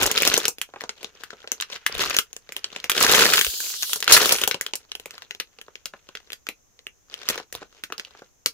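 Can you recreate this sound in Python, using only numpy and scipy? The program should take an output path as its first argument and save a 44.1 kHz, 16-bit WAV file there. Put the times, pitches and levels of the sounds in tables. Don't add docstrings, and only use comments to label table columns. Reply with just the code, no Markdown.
import sys
import numpy as np
from scipy import signal
from scipy.fft import rfft, irfft, next_fast_len
from scipy.io import wavfile

SR = 44100
rng = np.random.default_rng(int(sys.argv[2]) if len(sys.argv) > 2 else 0)


def generate_wav(signal):
    frames = np.transpose(np.atleast_2d(signal))
    scaled = np.clip(frames, -1, 1) * 32767
    pcm = np.round(scaled).astype(np.int16)
    wavfile.write(sys.argv[1], SR, pcm)


N = 376338

BAG_AIR_HZ, BAG_AIR_WIDTH_HZ = 440, 110
LEFT_BIAS_DB, SIDE_SPREAD_DB = 1.5, 2


def amp(db):
    return 10 ** (np.asarray(db) / 20)


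def in_time(rows):
    s, *columns = np.transpose(rows)
    return [np.interp(np.arange(N) / SR, s, column) for column in columns]


def at_hz(points, hz):
    table_hz, values = np.transpose(points)
    return np.interp(np.log(hz + 1), np.log(table_hz), values)


def coloured(x, spectrum):
    size = next_fast_len(x.shape[-1])
    bins_hz = np.arange(size // 2 + 1) * SR / size
    shaped = rfft(x, size) * amp(at_hz(spectrum, bins_hz))
    return irfft(shaped, size)[..., :x.shape[-1]]


def band(x, low_hz, high_hz):
    edges_hz = [low_hz, min(high_hz, SR * .45)]
    return signal.sosfilt(signal.butter(2, edges_hz, "band", fs=SR, output="sos"), x)


def resonance(x, hz, width_hz):
    r = np.exp(-np.pi * width_hz / SR)
    poles = [1, -2 * r * np.cos(2 * np.pi * hz / SR), r * r]
    return signal.lfilter([(1 - r * r) / 2, 0, (r * r - 1) / 2], poles, x)


def peak_one(x):
    return x / np.abs(x).max(axis=(-2, -1), keepdims=True)


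def drift(rate_hz):
    r = np.exp(-80 * np.pi * rate_hz / SR)
    slow = signal.lfilter([1], [1, -2 * r, r * r], rng.standard_normal(N // 40 + 2002))
    slow = slow[2000:]
    return np.interp(np.arange(N) / 40, np.arange(len(slow)), slow / slow.std())


RISE_DB_PER_S, FALL_DB_PER_S = 700.5, 454


def swell(start_s, top_s, end_s, edge_db):
    s = [start_s - 80 / RISE_DB_PER_S, start_s, top_s, end_s, end_s + 80 / FALL_DB_PER_S]
    return np.interp(np.arange(N) / SR, s, [-80 - edge_db, -edge_db, 0, -edge_db, -80 - edge_db])


SNAP_SAMPLES = 1500
JOLT_MIN_S, JOLT_MAX_S, SETTLE_S = .00025, .0008, .007
LEFT_LEAD_MIN_S, LEFT_LEAD_MAX_S = .00004, .00018


def snap_parts(pitches_hz, settle_db):
    count = len(pitches_hz)
    t = np.arange(SNAP_SAMPLES) / SR
    white = rng.standard_normal((count, 3, SNAP_SAMPLES))
    leads = (rng.uniform(LEFT_LEAD_MIN_S, LEFT_LEAD_MAX_S, count) * SR).astype(int)
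    jolt_s = rng.uniform(JOLT_MIN_S, JOLT_MAX_S, (count, 1, 1))
    rise = 1 - np.exp(-2 * t / jolt_s)
    jolt = rise * np.exp(-t / jolt_s)
    settling = rise * amp(settle_db) * np.exp(-t / SETTLE_S)

    def at_ports(alike, envelope):
        pair = (np.sqrt(alike) * white[:, :1] + np.sqrt(1 - alike) * white[:, 1:]) * envelope
        pair[:, 1] = [np.roll(right, lead) for right, lead in zip(pair[:, 1], leads)]
        return pair

    low = band(at_ports(.95, jolt + settling), 140, 1100)
    boom = low + amp(5) * resonance(low, BAG_AIR_HZ, BAG_AIR_WIDTH_HZ)
    whole_film = band(at_ports(.7, jolt + settling), 800, 7500)
    struck = at_ports(.7, jolt)
    panel = [resonance(x, hz, 0.21 * hz) for x, hz in zip(struck, pitches_hz)]
    ring = amp(-10.5) * whole_film + panel
    treble = band(at_ports(.2, jolt + settling), 6000, 17000)
    return peak_one(boom), peak_one(ring), peak_one(treble)


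def add(out, s, grain):
    i = int(s * SR)
    out[:, i:i + SNAP_SAMPLES] += grain[:, :N - i]


# start in seconds, top in seconds, end in seconds,
# crackle in dB, boom of the trapped air in dB re crackle, buffeting in dB re crackle.
MOVES = [(-0.05, 0.0, 0.11, -27, -4.5, -3), (0.044, 0.285, 0.45, -31.5, -8.5, -11),
         (1.691, 1.751, 1.79, -44, -11, -22), (1.921, 1.97, 2.168, -31.5, -9, -6),
         (2.952, 3.162, 3.37, -18.5, -8, -14), (3.486, 3.704, 3.55, -51, -27, -20),
         (4.08, 4.129, 4.35, -20, -8.5, -21), (4.365, 4.44, 4.46, -35.5, -7.5, -5),
         (7.113, 7.257, 7.29, -50, -8.5, -9), (7.272, 7.299, 7.4, -37, -9.5, -11),
         (7.535, 7.55, 7.64, -54.5, -7, 15)]
# time in seconds, level in dB.
CREAK = [(0.55, -82), (0.8, -66.5), (1.5, -65), (2.3, -78.5), (2.6, -60.5), (2.9, -57.5), (4.6, -62.5),
         (4.88, -77), (5.15, -62), (5.5, -77), (6.3, -71.5), (6.45, -92), (7.08, -87.5), (7.5, -77),
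         (8.2, -67), (8.35, -100)]
MOVE_EDGE_DB, CREAK_BOOM_DB = 13.5, -6.5
BOOM_SWING = 1.02


def handling():
    creak_db, = in_time(CREAK)
    levels = [creak_db + np.array([[0], [CREAK_BOOM_DB], [CREAK_BOOM_DB]])]
    for start_s, top_s, end_s, db, boom_db, buffet_db in MOVES:
        shape_db = swell(start_s, top_s, end_s, MOVE_EDGE_DB)
        levels.append(db + np.array([shape_db, BOOM_SWING * shape_db + boom_db, shape_db + buffet_db]))
    return np.max(levels, axis=0)


def crackle(level_db, boom_db):
    harder_db = level_db + 20
    clump_db = np.clip(-.2 * (level_db + 10), 2.5, 9)
    per_s = 1600 * amp(.35 * harder_db + clump_db * drift(22))
    boom, ring, treble = snap_parts(np.geomspace(900, 5500, 120), settle_db=-22)
    size_db = 5 * np.minimum(rng.exponential(1, N), 4) - .15 * harder_db
    kinds = rng.integers(0, 120, N)
    tilt_db = rng.normal(-2.4, 8.55, N) + .35 * harder_db
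    pan_db = rng.normal(LEFT_BIAS_DB, SIDE_SPREAD_DB, N)
    out = np.zeros((2, N))
    for i in np.flatnonzero(rng.random(N) < per_s / SR):
        k = kinds[i]
        grain = amp(level_db[i]) * (ring[k] + amp(tilt_db[i]) * treble[k]) + amp(boom_db[i]) * boom[k]
        add(out, i / SR, amp(size_db[i] + pan_db[i] * np.array([[.5], [-.5]])) * grain)
    return out


RUB_DB, RUB_BOOM_DB, RUB_FITS_DB = -7.5, -0.5, 5.5
RUB_MOST_DB = -43.5


def rubbing(level_db, boom_db):
    slide_db = np.minimum(level_db, RUB_MOST_DB) + RUB_DB
    rustle = band(rng.standard_normal((2, N)) + rng.standard_normal(N), 840, 3300)
    murmur = resonance(rng.standard_normal(N), BAG_AIR_HZ, BAG_AIR_WIDTH_HZ)
    rustle_db = slide_db + RUB_FITS_DB * drift(21)
    murmur_db = slide_db + boom_db - level_db + RUB_BOOM_DB + RUB_FITS_DB * drift(16)
    return amp(rustle_db) * rustle / rustle.std() + amp(murmur_db) * murmur / murmur.std()


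RUMBLE_LEFT_DB, RUMBLE_RIGHT_DB, RUMBLE_TOP_HZ = -6.5, -7.5, 116


def rumble(buffet_db):
    puffs = band(rng.standard_normal((2, N)), 20, RUMBLE_TOP_HZ)
    gusts_db = 4 * drift(10)
    ports_db = np.array([[RUMBLE_LEFT_DB], [RUMBLE_RIGHT_DB]])
    return amp(buffet_db + gusts_db + ports_db) * puffs / puffs.std()


# start in seconds, peak of the ring in dB, panel pitch in Hz,
# boom in dB re that peak, treble in dB re that peak.
SNAPS = [(0.031, -8.5, 3000, -13, 7.5), (0.063, -10, 2770, -9, 11), (0.114, -11, 3037, -13, 10.5),
         (0.177, -1.5, 3400, -19.5, -50.5), (0.185, -11, 3600, -20, 2), (0.221, -8.5, 2320, -4.5, 11),
         (0.232, -5.5, 2330, -15.5, -17), (0.251, -10.5, 3640.0, -19, 6.5), (0.275, 4, 5650, -16.5, 2.5),
         (0.34, 0, 6200, -17, -1), (0.366, -9, 3950, -17, -6), (0.377, -9, 6470, -1.5, 11.5),
         (0.454, -2.5, 5700, -15, -1), (0.481, -10, 2620, -8.5, 12), (0.584, -24.5, 2470, -9, 0.5),
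         (0.615, -13.5, 3140, -22, 6), (0.808, -21, 1720, -27, -4), (0.817, -23, 1850, -6, -5),
         (0.838, -23.5, 1280, 1.5, -15), (0.893, -15.5, 1500, -11.5, -44), (1.03, -26.5, 2240, -4.5, 4.5),
         (1.045, -18, 3500, -7, -30), (1.236, -24, 1640, -11.5, 4.5), (1.305, -27.5, 1520, -13, -12),
         (1.475, -22.5, 2500, -9, -16), (1.518, -6.5, 6130, -16, -1), (1.601, -17, 3140, -24, -11),
         (1.61, -15, 4340, -22, 5.5), (1.623, -15, 1790, -33, -17), (1.864, -7, 1730, -17.5, 2),
         (2.143, -20, 2370.0, -8.5, 4), (2.166, -3, 5560, -15.5, 0), (2.187, -0.5, 3030, -20, 1.5),
         (2.33, -25.5, 6260, -18, -1), (2.365, -21.5, 6900, -12.5, 0.5), (2.491, -28.5, 1840, -8, -11),
         (2.522, -24, 2220, -14, 5), (2.565, -16, 2920, -10.5, 4.5), (2.643, -14, 3140, -18, -36),
         (2.762, -18.5, 2360, -8.5, -10), (2.801, -25.5, 2680, -20, -9), (2.842, -13, 2160, -13, -1.5),
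         (2.897, -2, 3230, -19, 6), (2.917, -5, 3370, -15.5, -1), (2.979, -6.5, 3400, -12, -10),
         (3.011, -9.5, 2960, -5, -3), (3.221, -1, 1450, -18, -5), (3.336, 3.5, 1370, -30, 2.5),
         (3.358, -9.5, 5060, -21.5, 8), (3.372, -6.5, 3995, -22, 5), (3.379, -2.5, 1440, -17, -1),
         (3.391, -1.5, 2760, -21, 4.5), (3.412, -0.5, 3220, -23, 3.5), (3.447, -9, 3180, -25, 5),
         (3.466, -12, 2850, -13, -1), (3.603, -19.5, 1640, -14, 8), (3.74, -18.5, 5500, -22.5, -6),
         (3.825, -11.5, 4060, -39, 4), (3.831, -9, 6150, -30, 2), (3.895, -24.5, 3240, -34, -12),
         (3.932, -7.5, 3570, -27, 5.5), (3.959, -20.5, 1510, -7, 14.5), (4.004, -24, 5900, -14, 12.5),
         (4.026, -11, 1880, -17.5, 2.5), (4.043, -17.5, 5160, -30, 6), (4.078, -5.5, 1430, -18, -2),
         (4.098, -6.5, 2540, -35, -13), (4.167, 4.5, 1790, -38, 2), (4.293, -3, 2940, -12, -1),
         (4.323, 2, 5200, -11, 6), (4.362, -12, 5930, -21, -15), (4.385, -16, 2500, -17, -14),
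         (4.415, -17.5, 3300, -5, 12.5), (4.437, -6.5, 2930, -13.5, 7.5), (4.476, -6, 3070, -8.5, 11.5),
         (4.512, -7.5, 1690, -14.5, 0), (4.544, -12.5, 2870, -7, -7), (4.611, -12.5, 2010, -14, 8),
         (4.664, -17.5, 3200, -14.5, 1), (4.736, -10, 3000, -13, -27), (4.755, -17, 6017, -19.5, 11),
         (4.917, -20.5, 2760, -16, -13), (4.952, -19.5, 2930, -12.5, 0), (4.998, -29, 3070, -5.5, 5),
         (5.058, -24.5, 2320, -5.5, 7), (5.108, -23.5, 5400, -20, -6), (5.18, -25, 1670, -42, -9),
         (5.221, -25, 1730, -50, -6), (5.309, -18, 2180, -16.5, -6), (5.349, -24, 2760, -13.5, -9),
         (5.4, -10, 2800, -21.5, -1.5), (5.587, -31, 2820.0, -5.5, -15), (5.614, -28.5, 2730, -13, 2),
         (5.755, -29.5, 2440, -12, -9.5), (5.857, -13.5, 4620, -22, 4), (6.089, -33, 2640, -2.5, -9.5),
         (6.152, -19.5, 1900, -14.5, -8), (6.172, -27, 3000, -21, -19), (6.303, -29, 2640, -14.5, -4),
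         (6.32, -25, 3080, -13.5, -2), (6.331, -20.5, 3220, -16, 4), (6.468, -23, 1420, -15, -5),
         (6.488, -15, 2490, -10, 6), (6.791, -37, 2025, -10.5, -13), (6.868, -22, 2690, -15.5, -6.5),
         (7.099, -37, 4060, -8.5, -10), (7.141, -20, 3120, -17, -7.5), (7.288, -4.5, 5170, -21, 3.5),
         (7.3, -14, 3520, -4.5, 6.5), (7.357, -21.5, 2430, -3.5, -1), (7.379, -22, 1750, -3.5, 0),
         (7.399, -30, 2770, 1, -2), (7.526, -21.5, 1920, -12, 4.5), (7.551, -20, 3549, -4, 3.5),
         (7.837, -17, 1830, -15, 2.5), (7.923, -18, 1180, -8.5, -3), (7.98, -22.5, 5200, -16, -4),
         (7.997, -15.5, 1770, -18.5, -9), (8.049, -29, 3100, -20, -7), (8.4601, -3.5, 4350, -18, 5)]


def snaps():
    out = np.zeros((2, N))
    parts = snap_parts(np.array(SNAPS)[:, 2], settle_db=-14.5)
    pans_db = rng.normal(LEFT_BIAS_DB, SIDE_SPREAD_DB, len(SNAPS))
    for row, pan_db, boom, ring, treble in zip(SNAPS, pans_db, *parts):
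        s, peak_db, _, boom_db, treble_db = row
        grain = ring + amp(boom_db) * boom + amp(treble_db) * treble
        add(out, s, amp(peak_db + pan_db * np.array([[.5], [-.5]])) * grain)
    return out


# start in seconds, peak of the boom in dB.
TAPS = [(0.689, -42), (0.738, -30.5), (0.76, -32.5), (1.33, -31.5), (1.442, -34.5), (1.895, -30),
        (5.683, -36), (5.937, -31), (7.618, -30), (7.627, -30), (7.901, -31.5), (8.15, -39), (8.22, -32)]
TAP_HZ, TAP_RING_DB = 1320, -13.5


def taps():
    out = np.zeros((2, N))
    booms, rings, _ = snap_parts(np.full(len(TAPS), TAP_HZ), settle_db=-11.5)
    for (s, peak_db), boom, ring in zip(TAPS, booms, rings):
        add(out, s, amp(peak_db) * (boom + amp(TAP_RING_DB) * ring))
    return out


# frequency in Hz, gain in dB.
FILM_COLOUR = [(250, -4), (1000, 3.5), (1500, 9.5), (2000, 6.5), (2800, 9.5), (7000, 4.5), (8300, -4),
               (12000, -3.5), (16000, -6.5)]


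def film_sounds(level_db, boom_db):
    contacts = snaps() + taps()
    return coloured(contacts + crackle(level_db, boom_db) + rubbing(level_db, boom_db), FILM_COLOUR)


# frequency in Hz, 60 dB decay in seconds.
ROOM_T60 = [(300, 0.082), (1500, 0.1), (6000, 0.1), (15000, 0.092)]
ROOM_DB = -11


def room(x):
    t, tail = np.arange(SR // 3) / SR, 0
    edges_hz = 100 * 2.0 ** np.arange(8.5)
    for low, high in zip(edges_hz, edges_hz[1:]):
        t60_s = at_hz(ROOM_T60, np.sqrt(low * high))
        shared, own = rng.standard_normal(len(t)), rng.standard_normal((2, len(t)))
        mixed = band(shared * 500 / low + own, low, high) / np.hypot(500 / low, 1)
        tail = tail + mixed * amp(-60 * t / t60_s)
    tail = tail * (1 - np.exp(-t / 0.016))
    tail = tail / np.sqrt(np.sum(tail ** 2, axis=1, keepdims=True))
    return signal.fftconvolve(x.mean(axis=0, keepdims=True), tail, axes=1)[:, :N]


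# start in seconds, strongest in seconds, end in seconds,
# level in dB.
AIR = [(2.972, 3.293, 3.975, -25), (4.097, 4.282, 4.4, -24.5)]
# frequency in Hz, relative density in dB per Hz.
AIR_COLOUR = [(600, -26.5), (1680, -23), (2150, -17), (2950, 7), (6920, 7), (8270, 4), (12000, 6.5),
              (16000, 6)]
# time in seconds, lower band centre in Hz, upper band centre in Hz.
PORES = [(3.6, 4680, 6823), (3.8, 4160, 5730)]
AIR_EDGE_DB, AIR_FLUTTER_DB = 8.5, 2.5
PORE_DB, PORE_WIDTH_HZ = -11, 860


def foam_air():
    level_db = np.max([swell(*times, AIR_EDGE_DB) + db for *times, db in AIR], axis=0)
    jets = coloured(rng.standard_normal((2, 2, N)), AIR_COLOUR)
    edges_hz = np.geomspace(500, 17000, 15)
    jet = 0
    for k in range(len(edges_hz) - 1):
        jet = jet + amp(AIR_FLUTTER_DB * drift(4.0)) * band(jets[k % 2], *edges_hz[k:k + 2])
    jet = jet / jet.std()
    for hz in in_time(PORES):
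        carrier = np.sin(2 * np.pi * np.cumsum(hz) / SR)
        breath = band(rng.standard_normal((2, N)), 10, PORE_WIDTH_HZ / 2) * carrier
        jet = jet + amp(PORE_DB + AIR_FLUTTER_DB * drift(10)) * breath / breath.std()
    return amp(level_db + drift(25)) * jet


THUMP_S, THUMP_HZ, THUMP_DB = 3.466, 55, -36


def thump():
    cycles = np.clip((np.arange(N) / SR - THUMP_S) * THUMP_HZ, 0, 2)
    return amp(THUMP_DB) * np.sin(2 * np.pi * cycles) * np.sin(np.pi * cycles / 2)


def scene():
    level_db, boom_db, buffet_db = handling()
    film = film_sounds(level_db, boom_db)
    return film + amp(ROOM_DB) * room(film) + foam_air() + rumble(buffet_db) + thump()


# frequency in Hz, relative density in dB per Hz.
HISS = [(25, -13.5), (59, -10), (161, -21), (405, -22), (4610, -35.5), (6380, -19), (8590, -40.5),
        (13600, -35.5), (16000, -37.5)]
HISS_DB, CUTOFF_HZ = -62.5, 16500


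def record(dry):
    hiss = coloured(rng.standard_normal((2, N)), HISS)
    heard = dry + amp(HISS_DB) * hiss / hiss.std()
    heard = .8 * np.tanh(heard / .8)
    return signal.sosfilt(signal.cheby2(14, 70, CUTOFF_HZ, fs=SR, output="sos"), heard)


dry = scene()
out = record(dry)
generate_wav(out)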